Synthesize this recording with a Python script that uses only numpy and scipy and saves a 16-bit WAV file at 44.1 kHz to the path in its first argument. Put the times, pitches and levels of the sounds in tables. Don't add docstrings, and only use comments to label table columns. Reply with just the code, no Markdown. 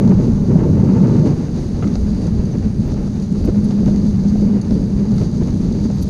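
import sys
import numpy as np
from scipy import signal
from scipy.fft import rfft, irfft
from scipy.io import wavfile
from scipy.ndimage import uniform_filter1d

SR = 44100
rng = np.random.default_rng(int(sys.argv[2]) if len(sys.argv) > 2 else 0)


def generate_wav(sig):
    pcm = np.round(np.clip(np.atleast_2d(sig).T, -1, 1) * 32767).astype(np.int16)
    wavfile.write(sys.argv[1], SR, pcm)


N = 268569
LEAD = 512
# centre_hz, width_hz, gain_db
CASE = [(4670, 170, -2.5), (6260, 540, -5)]
CONTACTS = 18, 25, 7, 5


def undb(db):
    return 10 ** (np.asarray(db) / 20)


def unit(x):
    return x / np.sqrt(np.mean(x ** 2))


def colour(x, spectrum):
    hz, db = np.transpose(spectrum)
    bins_hz = np.maximum(np.fft.rfftfreq(N, 1 / SR), 1)
    gain_db = np.interp(np.log(bins_hz), np.log(hz), db, left=-90, right=-90)
    return unit(irfft(rfft(x) * undb(gain_db), N))


def ring(x, modes):
    return sum(undb(db) * signal.lfilter(*signal.iirpeak(hz, hz / width, SR), x) for hz, width, db in modes)


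def walk(rate_hz):
    hold = int(SR / rate_hz)
    steps = np.repeat(rng.standard_normal(2000), hold)[:N]
    return unit(uniform_filter1d(uniform_filter1d(steps, hold), hold))


def curve(table):
    return np.interp(np.arange(N) / SR, *np.transpose(table))


def swells(table, sigma_s):
    t = np.arange(0, N + 64, 64) / SR
    times_s, *columns = np.transpose(table)
    bells = np.exp(-.5 * ((t[:, None] - times_s) / sigma_s) ** 2)
    return [np.interp(np.arange(N) / SR, t, bells @ column) for column in columns]


def grains(share, spread_db):
    breaks = rng.random(N) < share
    noise = rng.standard_normal(N)
    size_db = spread_db * np.minimum(rng.exponential(size=N), 3)
    return noise * (1 + breaks * undb(size_db))


def burst(decay_s, contact, rise_s=0.0032):
    t = (np.arange(8192) - LEAD) / SR
    force = rng.standard_normal(len(t)) + contact * (np.abs(t) < 1 / SR)
    rise = np.clip(1 + t / rise_s, 0, 1) ** 2
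    return force * rise * undb(-60 * np.maximum(t, 0) / decay_s)


def add(out, blow, contact_s):
    start = int(contact_s * SR) - LEAD
    out[start:start + len(blow)] += blow[:N - start]


def muffle(x, cutoff_hz=6900):
    return signal.sosfilt(signal.butter(6, cutoff_hz, fs=SR, output="sos"), x)


def basket_shudder(rough_db, jolt_db):
    # freq_hz, gain_db
    spectrum = [(70, -25), (105, -5), (150, -2), (175, -3.5), (210, -14)]
    return colour(rng.standard_normal(N), spectrum) * undb(-22.5 + 0.96 * rough_db + jolt_db)


def frame_rumble(rough_db, jolt_db, chatter):
    # freq_hz, gain_db
    spectrum = [(190, -19.5), (235, 3.5), (270, -2.5), (340, -5.5), (440, -9.5), (540, -17.5), (610, -16.5),
                (700, -32.5), (900, -47)]
    force = rng.standard_normal(N) * undb(1.7 * chatter + 1.1 * walk(60))
    return colour(force, spectrum) * undb(-26.5 + rough_db + jolt_db)


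def snow_grind(rough_db, jolt_db, chatter):
    # freq_hz, gain_db
    spectrum = [(500, -28.5), (700, -1), (880, -1), (1000, -6), (1400, -10.5), (2000, -14), (3000, -19),
                (3600, -38)]
    # centre_hz, width_hz, gain_db
    crust_bands = [(900, 63, 7), (1110, 340, 2), (1390, 200, -7.5)]
    crystals = grains(0.0011 * undb(0.71 * rough_db), spread_db=8.2)
    crunch = colour(crystals * undb(chatter + 1.2 * walk(57)), spectrum)
    crust = (undb(0.44 * rough_db) - 1) * ring(crunch, crust_bands)
    return (crunch + crust) * undb(-45 + 0.29 * rough_db + jolt_db)


def snow_hiss(level_db, rough_db, chatter):
    # freq_hz, gain_db
    spectrum = [(2600, -22.5), (3300, -10), (4000, -3.5), (5300, -6.5), (6800, -7), (7400, -17),
                (9500, -19), (11500, -36.5), (13000, -31.5), (15200, -43)]
    # time_s, gain_db
    lower_ring = [(0.02, -2), (0.5, -3), (1.0, -2.5), (1.6, -0.5), (2.0, -2), (2.12, 4), (2.27, 5.5),
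                  (2.34, -0.5), (2.46, 3), (2.55, -5), (2.72, -2), (2.8, 3), (2.95, 2.5), (3.1, -6),
                  (3.33, -1.5), (3.45, 7), (3.55, 0.5), (3.72, 1), (3.8, 1), (3.92, 2), (4.05, 2),
                  (4.5, 4.5), (4.65, -2.5), (4.75, 2), (5.0, 2), (5.4, 1), (5.85, 2.5), (6.07, -2)]
    friction = grains(0.013, spread_db=6.2) * undb(0.74 * chatter + 0.32 * walk(22))
    drives_db = curve(lower_ring), 0.2 * rough_db
    cavities = sum(ring(friction, [mode]) * undb(1.3 * walk(7.5) + db) for mode, db in zip(CASE, drives_db))
    return colour(friction + undb(4) * cavities, spectrum) * undb(level_db)


def powder_spray(hiss_db):
    # freq_hz, gain_db
    spectrum = [(7000, -21), (8000, -2), (10000, -0.5), (12500, -11.5), (15200, -19.5)]
    powder = rng.standard_normal(N) * undb(1.2 * walk(19))
    return colour(powder, spectrum) * undb(-64.5 + 0.4 * (hiss_db - np.mean(hiss_db)))


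def runners(rough_db):
    # time_s, frame_db, grind_db, basket_db
    humps = [(0.12, 2, 7.5, -9), (0.18, -1, 0.5, -7), (0.35, -11, -1, 0.5), (0.51, 3, 6.5, 4),
             (0.6, -4, 4.5, 0.5), (0.72, -6, -4, 4), (0.9, 1, 4, -2), (0.98, 3, 5, 3.5), (1.05, 3, 3.5, -3),
             (1.16, 1.5, 2, -1.5), (1.27, 5, 6.5, 1), (1.835, 3, 5, 8.5), (2.28, 3.5, 2.5, 9.5),
             (2.55, 8, 6, 7.5), (2.8, 6.5, 1, 12), (2.94, 1.5, -9, 6), (3.08, 2, -4, 8),
             (3.49, 13, 4.5, -5), (3.88, 11, 3.5, 5.5), (4.16, -11, 2, 10.5), (4.25, 7.5, 3.5, 8.5),
             (4.43, 7, 0, 10), (4.72, 10.5, 3, 4), (4.76, 7, 1, 7), (5.225, 5.5, 5.5, 11),
             (5.42, 8, 6.5, 6.5), (5.86, 6, 7, 1.5), (5.96, -8, 0.5, 12.5)]
    # time_s, level_db
    glide = [(0.02, -49), (0.25, -48), (0.75, -49), (1.08, -46.5), (1.39, -48.5), (1.82, -47), (2.3, -48.5),
             (2.57, -50), (3.22, -49), (3.47, -48.5), (4.23, -47.5), (4.53, -50.5), (4.73, -48.5),
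             (5.17, -48.5), (5.3, -46), (5.68, -48), (6.0, -46)]
    # time_s, swell_db
    scrapes = [(0.25, 1.5), (0.62, -1), (1.27, 5), (1.95, 2), (2.25, 1.5), (2.52, 2.5), (2.82, 3),
               (2.92, 4), (3.07, 2), (3.24, 3.5), (3.39, 2), (3.47, 1.5), (3.72, 2.5), (3.88, 2), (4.08, 2),
               (4.29, 4.5), (4.42, 2), (4.74, 2), (5.11, 3), (5.19, 6), (5.24, 3.5), (5.5, 0), (5.85, 4)]
    frame_db, grind_db, basket_db = swells(humps, sigma_s=0.0096)
    hiss_db = curve(glide) + swells(scrapes, sigma_s=0.015)[0]
    chatter = walk(30)
    wood = basket_shudder(rough_db, basket_db) + frame_rumble(rough_db, frame_db, chatter)
    snow = snow_grind(rough_db, grind_db, chatter) + snow_hiss(hiss_db, rough_db, chatter)
    return wood + snow + powder_spray(hiss_db)


def bed_drone(rough_db):
    # time_s, level_db
    levels = [(0.01, -18), (0.02, -14), (0.11, -8.5), (0.14, -19), (0.18, -13), (0.23, -27), (0.3, -16.5),
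              (0.38, -21.5), (0.42, -7), (0.45, -29), (0.52, -11.5), (0.6, -15), (0.66, -17), (0.73, -10.5),
              (0.78, -16.5), (0.83, -12), (0.87, -20.5), (0.9, -11.5), (0.97, -19), (1.02, -9), (1.09, -21),
              (1.28, -16), (1.29, -26.5), (1.65, -29.5), (1.7, -16), (1.8, -31.5), (1.85, -15.5),
              (2.02, -23.5), (2.12, -16.5), (2.16, -28.5), (2.17, -20), (2.33, -20.5), (2.41, -23),
              (2.43, -17), (2.49, -32), (2.58, -16.5), (2.63, -33.5), (2.66, -16), (2.71, -27),
              (2.8, -17.5), (2.88, -29), (2.98, -19.5), (3.3, -24), (3.32, -15), (3.41, -26), (3.46, -8.5),
              (3.49, -25), (3.58, -10.5), (3.62, -19.5), (3.67, -13.5), (3.74, -17.5), (3.83, -11.5),
              (3.91, -17.5), (3.98, -16), (4.02, -21), (4.045, -10.5), (4.085, -10), (4.11, -21),
              (4.21, -13), (4.24, -19.5), (4.255, -8.5), (4.28, -7.5), (4.3, -18), (4.34, -11.5),
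              (4.39, -14.5), (4.46, -12.5), (4.5, -14.5), (4.56, -11.5), (4.64, -24), (4.74, -14),
              (4.9, -26), (4.93, -13.5), (4.97, -21), (5.01, -15.5), (5.06, -19.5), (5.11, -10.5),
              (5.17, -21), (5.23, -17.5), (5.28, -23), (5.42, -18.5), (5.52, -25), (5.62, -15.5),
              (5.68, -24), (5.82, -18), (5.87, -23), (5.92, -17.5), (6.03, -32), (6.08, -16.5)]
    # centre_hz, width_hz, gain_db
    slat_band = [(199.6, 57.3, 18)]
    mode_hz, sag_hz_per_db = 203.5, 0.91
    lock_db = -17.5
    level_db = curve(levels)
    looseness = np.clip((lock_db - level_db) / 6.076 + rough_db / 8.04, .1, 1)
    pitch_hz = mode_hz - sag_hz_per_db * rough_db + 9.14 * looseness * walk(14)
    throb_db = 1.4 * walk(20)
    phase = 2 * np.pi * np.cumsum(pitch_hz * (1 + 0.01978 * walk(25))) / SR
    tone = (np.sin(phase) + undb(-25) * np.sin(2 * phase)) * undb(1.3 * walk(35))
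    slats = ring(ring(rng.standard_normal(N), slat_band), slat_band)
    slats = signal.sosfilt(signal.butter(2, 400, fs=SR, output="sos"), slats)
    drone = unit(undb(-7 * looseness) * unit(tone) + undb(-3 + 3.3 * looseness) * unit(slats))
    power = uniform_filter1d(drone ** 2, size=1300) + .05
    self_limit = 0.53
    return unit(drone / power ** (self_limit / 2)) * undb(level_db + throb_db)


def head_wind():
    # freq_hz, gain_db
    spectrum = [(8, -12.5), (25, -5.5), (60, 0.5), (95, 0), (130, -19)]
    # time_s, swell_db
    gusts = [(0.18, 7.5), (0.38, 8.5), (0.62, 7), (0.82, 2.5), (1.73, 6.5), (2.0, 12), (2.1, 4.5),
             (2.38, 14.5), (2.64, 5), (2.85, 5), (2.99, 5), (3.49, 12), (3.88, 6.5), (4.42, 7.5), (4.75, 6),
             (5.22, 2), (5.4, 2.5), (5.56, 7), (5.7, 6.5), (6.03, 9)]
    eddies = rng.standard_normal(N) * undb(1.3 * walk(12))
    return colour(eddies, spectrum) * undb(-25.5 + swells(gusts, sigma_s=0.042)[0])


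def ridge_knocks():
    # contact_s, knock_db, thud_db, crack_re_knock_db
    blows = [(0.0934, -41, -27, -11), (0.2, -35, -28, -13), (0.5929, -33, -25, -20),
             (0.636, -31.5, -30, -10), (0.77, -38.5, -29, -8), (0.9, -32, -30, -16),
             (1.003, -30.5, -28, -14), (1.029, -32, -28, -20), (1.058, -31, -27, -16),
             (1.1876, -37, -27, -6.5), (1.483, -39, -25.5, -10), (1.8252, -22, -22, -28),
             (1.832, -26.5, -26.5, -25), (1.842, -25.5, -34, -22), (1.872, -29.5, -34, -13),
             (1.879, -34, -38, -12), (1.955, -32, -17.5, 10.5), (2.093, -47.5, -34.5, -5),
             (2.3415, -49, -28, -12.5), (2.5115, -42, -26.5, -11), (2.9193, -34, -30, -8),
             (2.944, -35, -28, -1), (3.0754, -34.5, -27, -9), (3.4419, -35.5, -28, -1),
             (3.4753, -36, -21.5, -4), (3.541, -49, -34, -12), (3.558, -42.5, -26, -2),
             (3.7092, -41, -23, 10.5), (3.784, -39.5, -34, -15.5), (3.8314, -39, -24.5, -3),
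             (3.882, -39.5, -25, -9.5), (4.356, -36.5, -21, -6.5), (4.4, -43.5, -29, -13),
             (4.422, -38.5, -23, -2), (4.4928, -43, -34, -12.5), (4.7087, -35, -28.5, 7),
             (5.12, -50, -23.5, -3.5), (5.182, -32, -31.5, 4), (5.2147, -32, -25, -3.5),
             (5.236, -37, -29, 3), (5.484, -36, -31, -17), (5.7119, -40, -31, -9), (5.9018, -40, -21, -5)]
    # centre_hz, width_hz, gain_db
    mode_sets = [(450, 160, 0), (600, 200, -3)], [(890, 220, -1), (1250, 260, 0), (2030, 220, -5),
                 (2500, 250, -12)], [(2800, 2500, -4), (4800, 2600, 0)]
    decays_s = 0.075, 0.045, 0.026
    out = np.zeros(N)
    for contact_s, knock_db, thud_db, crack_re_knock_db in blows:
        peaks_db = thud_db, knock_db, knock_db + crack_re_knock_db
        for modes, decay_s, contact, peak_db in zip(mode_sets, decays_s, CONTACTS, peaks_db):
            response = ring(ring(burst(decay_s, contact), modes), modes)
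            add(out, peak(response, peak_db), contact_s)
    return muffle(out)


def peak(x, db):
    return x * undb(db) / np.max(np.abs(x))


def buckle_ticks():
    # contact_s, peak_db, centre_hz, case_re_peak_db
    impacts = [(2.2183, -47.5, 8600, 9), (2.2683, -46, 8430, 12.5), (2.4553, -49, 8600, 11.5),
               (2.862, -56, 14000, -10), (2.871, -57.5, 14500, -8), (2.88, -47, 13500, -5.5),
               (3.2231, -48, 9260, 10.5), (3.3238, -51.5, 8060, 13), (3.4507, -39, 12500, 2),
               (3.4564, -45, 9370, 2.5), (3.6441, -41, 9500, 3), (3.6534, -49.5, 9430, 2.5),
               (4.0657, -46.5, 8300, 5.5), (4.6145, -41.5, 9290, 12.5), (5.962, -49.5, 12000, -7.5),
               (6.0144, -42, 10400, -11), (6.0247, -36, 11000, 6.5), (6.029, -38, 12600, 1),
               (6.032, -42, 8540, -3)]
    width_hz = 2700
    out = np.zeros(N)
    for contact_s, peak_db, centre_hz, case_re_peak_db in impacts:
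        click = burst(decay_s=0.039, contact=CONTACTS[-1])
        band = [(centre_hz, width_hz, 0)]
        bright = ring(ring(ring(click, band), band), band)
        cavities = muffle(ring(click, CASE))
        add(out, peak(bright, peak_db) + peak(cavities, peak_db + case_re_peak_db), contact_s)
    return out


def strap_squeak(centre_s=2.528, length_s=0.028, pitch_hz=6080, level_db=-45):
    t = np.arange(N) / SR - centre_s
    envelope = np.exp(-(2 * t / length_s) ** 4)
    return undb(level_db) * np.sin(2 * np.pi * pitch_hz * t) * envelope


def scene():
    # time_s, rough_db
    trail = [(0.02, 9.5), (0.2, 9), (0.38, 4.5), (0.55, 10), (0.78, 8), (1.05, 10), (1.27, 7.5),
             (1.35, 3.5), (1.6, -3), (1.8, 1.5), (2.13, -0.5), (2.35, 1.5), (2.65, -2.5), (2.9, 1),
             (3.2, -2), (3.45, 1), (4.4, 0.5), (4.62, -0.5), (5.2, 2.5), (5.7, 0), (6.07, 0.5)]
    rough_db = curve(trail)
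    sled = runners(rough_db) + bed_drone(rough_db)
    return (sled + head_wind() + ridge_knocks() + buckle_ticks() + strap_squeak())[None]


def record(dry):
    ceiling, top_hz = 0.84, 15300
    soft = dry / (1 + (dry / ceiling) ** 8) ** .125
    return signal.sosfilt(signal.ellip(8, .2, 70, top_hz, fs=SR, output="sos"), soft)


dry = scene()
out = record(dry)
generate_wav(out)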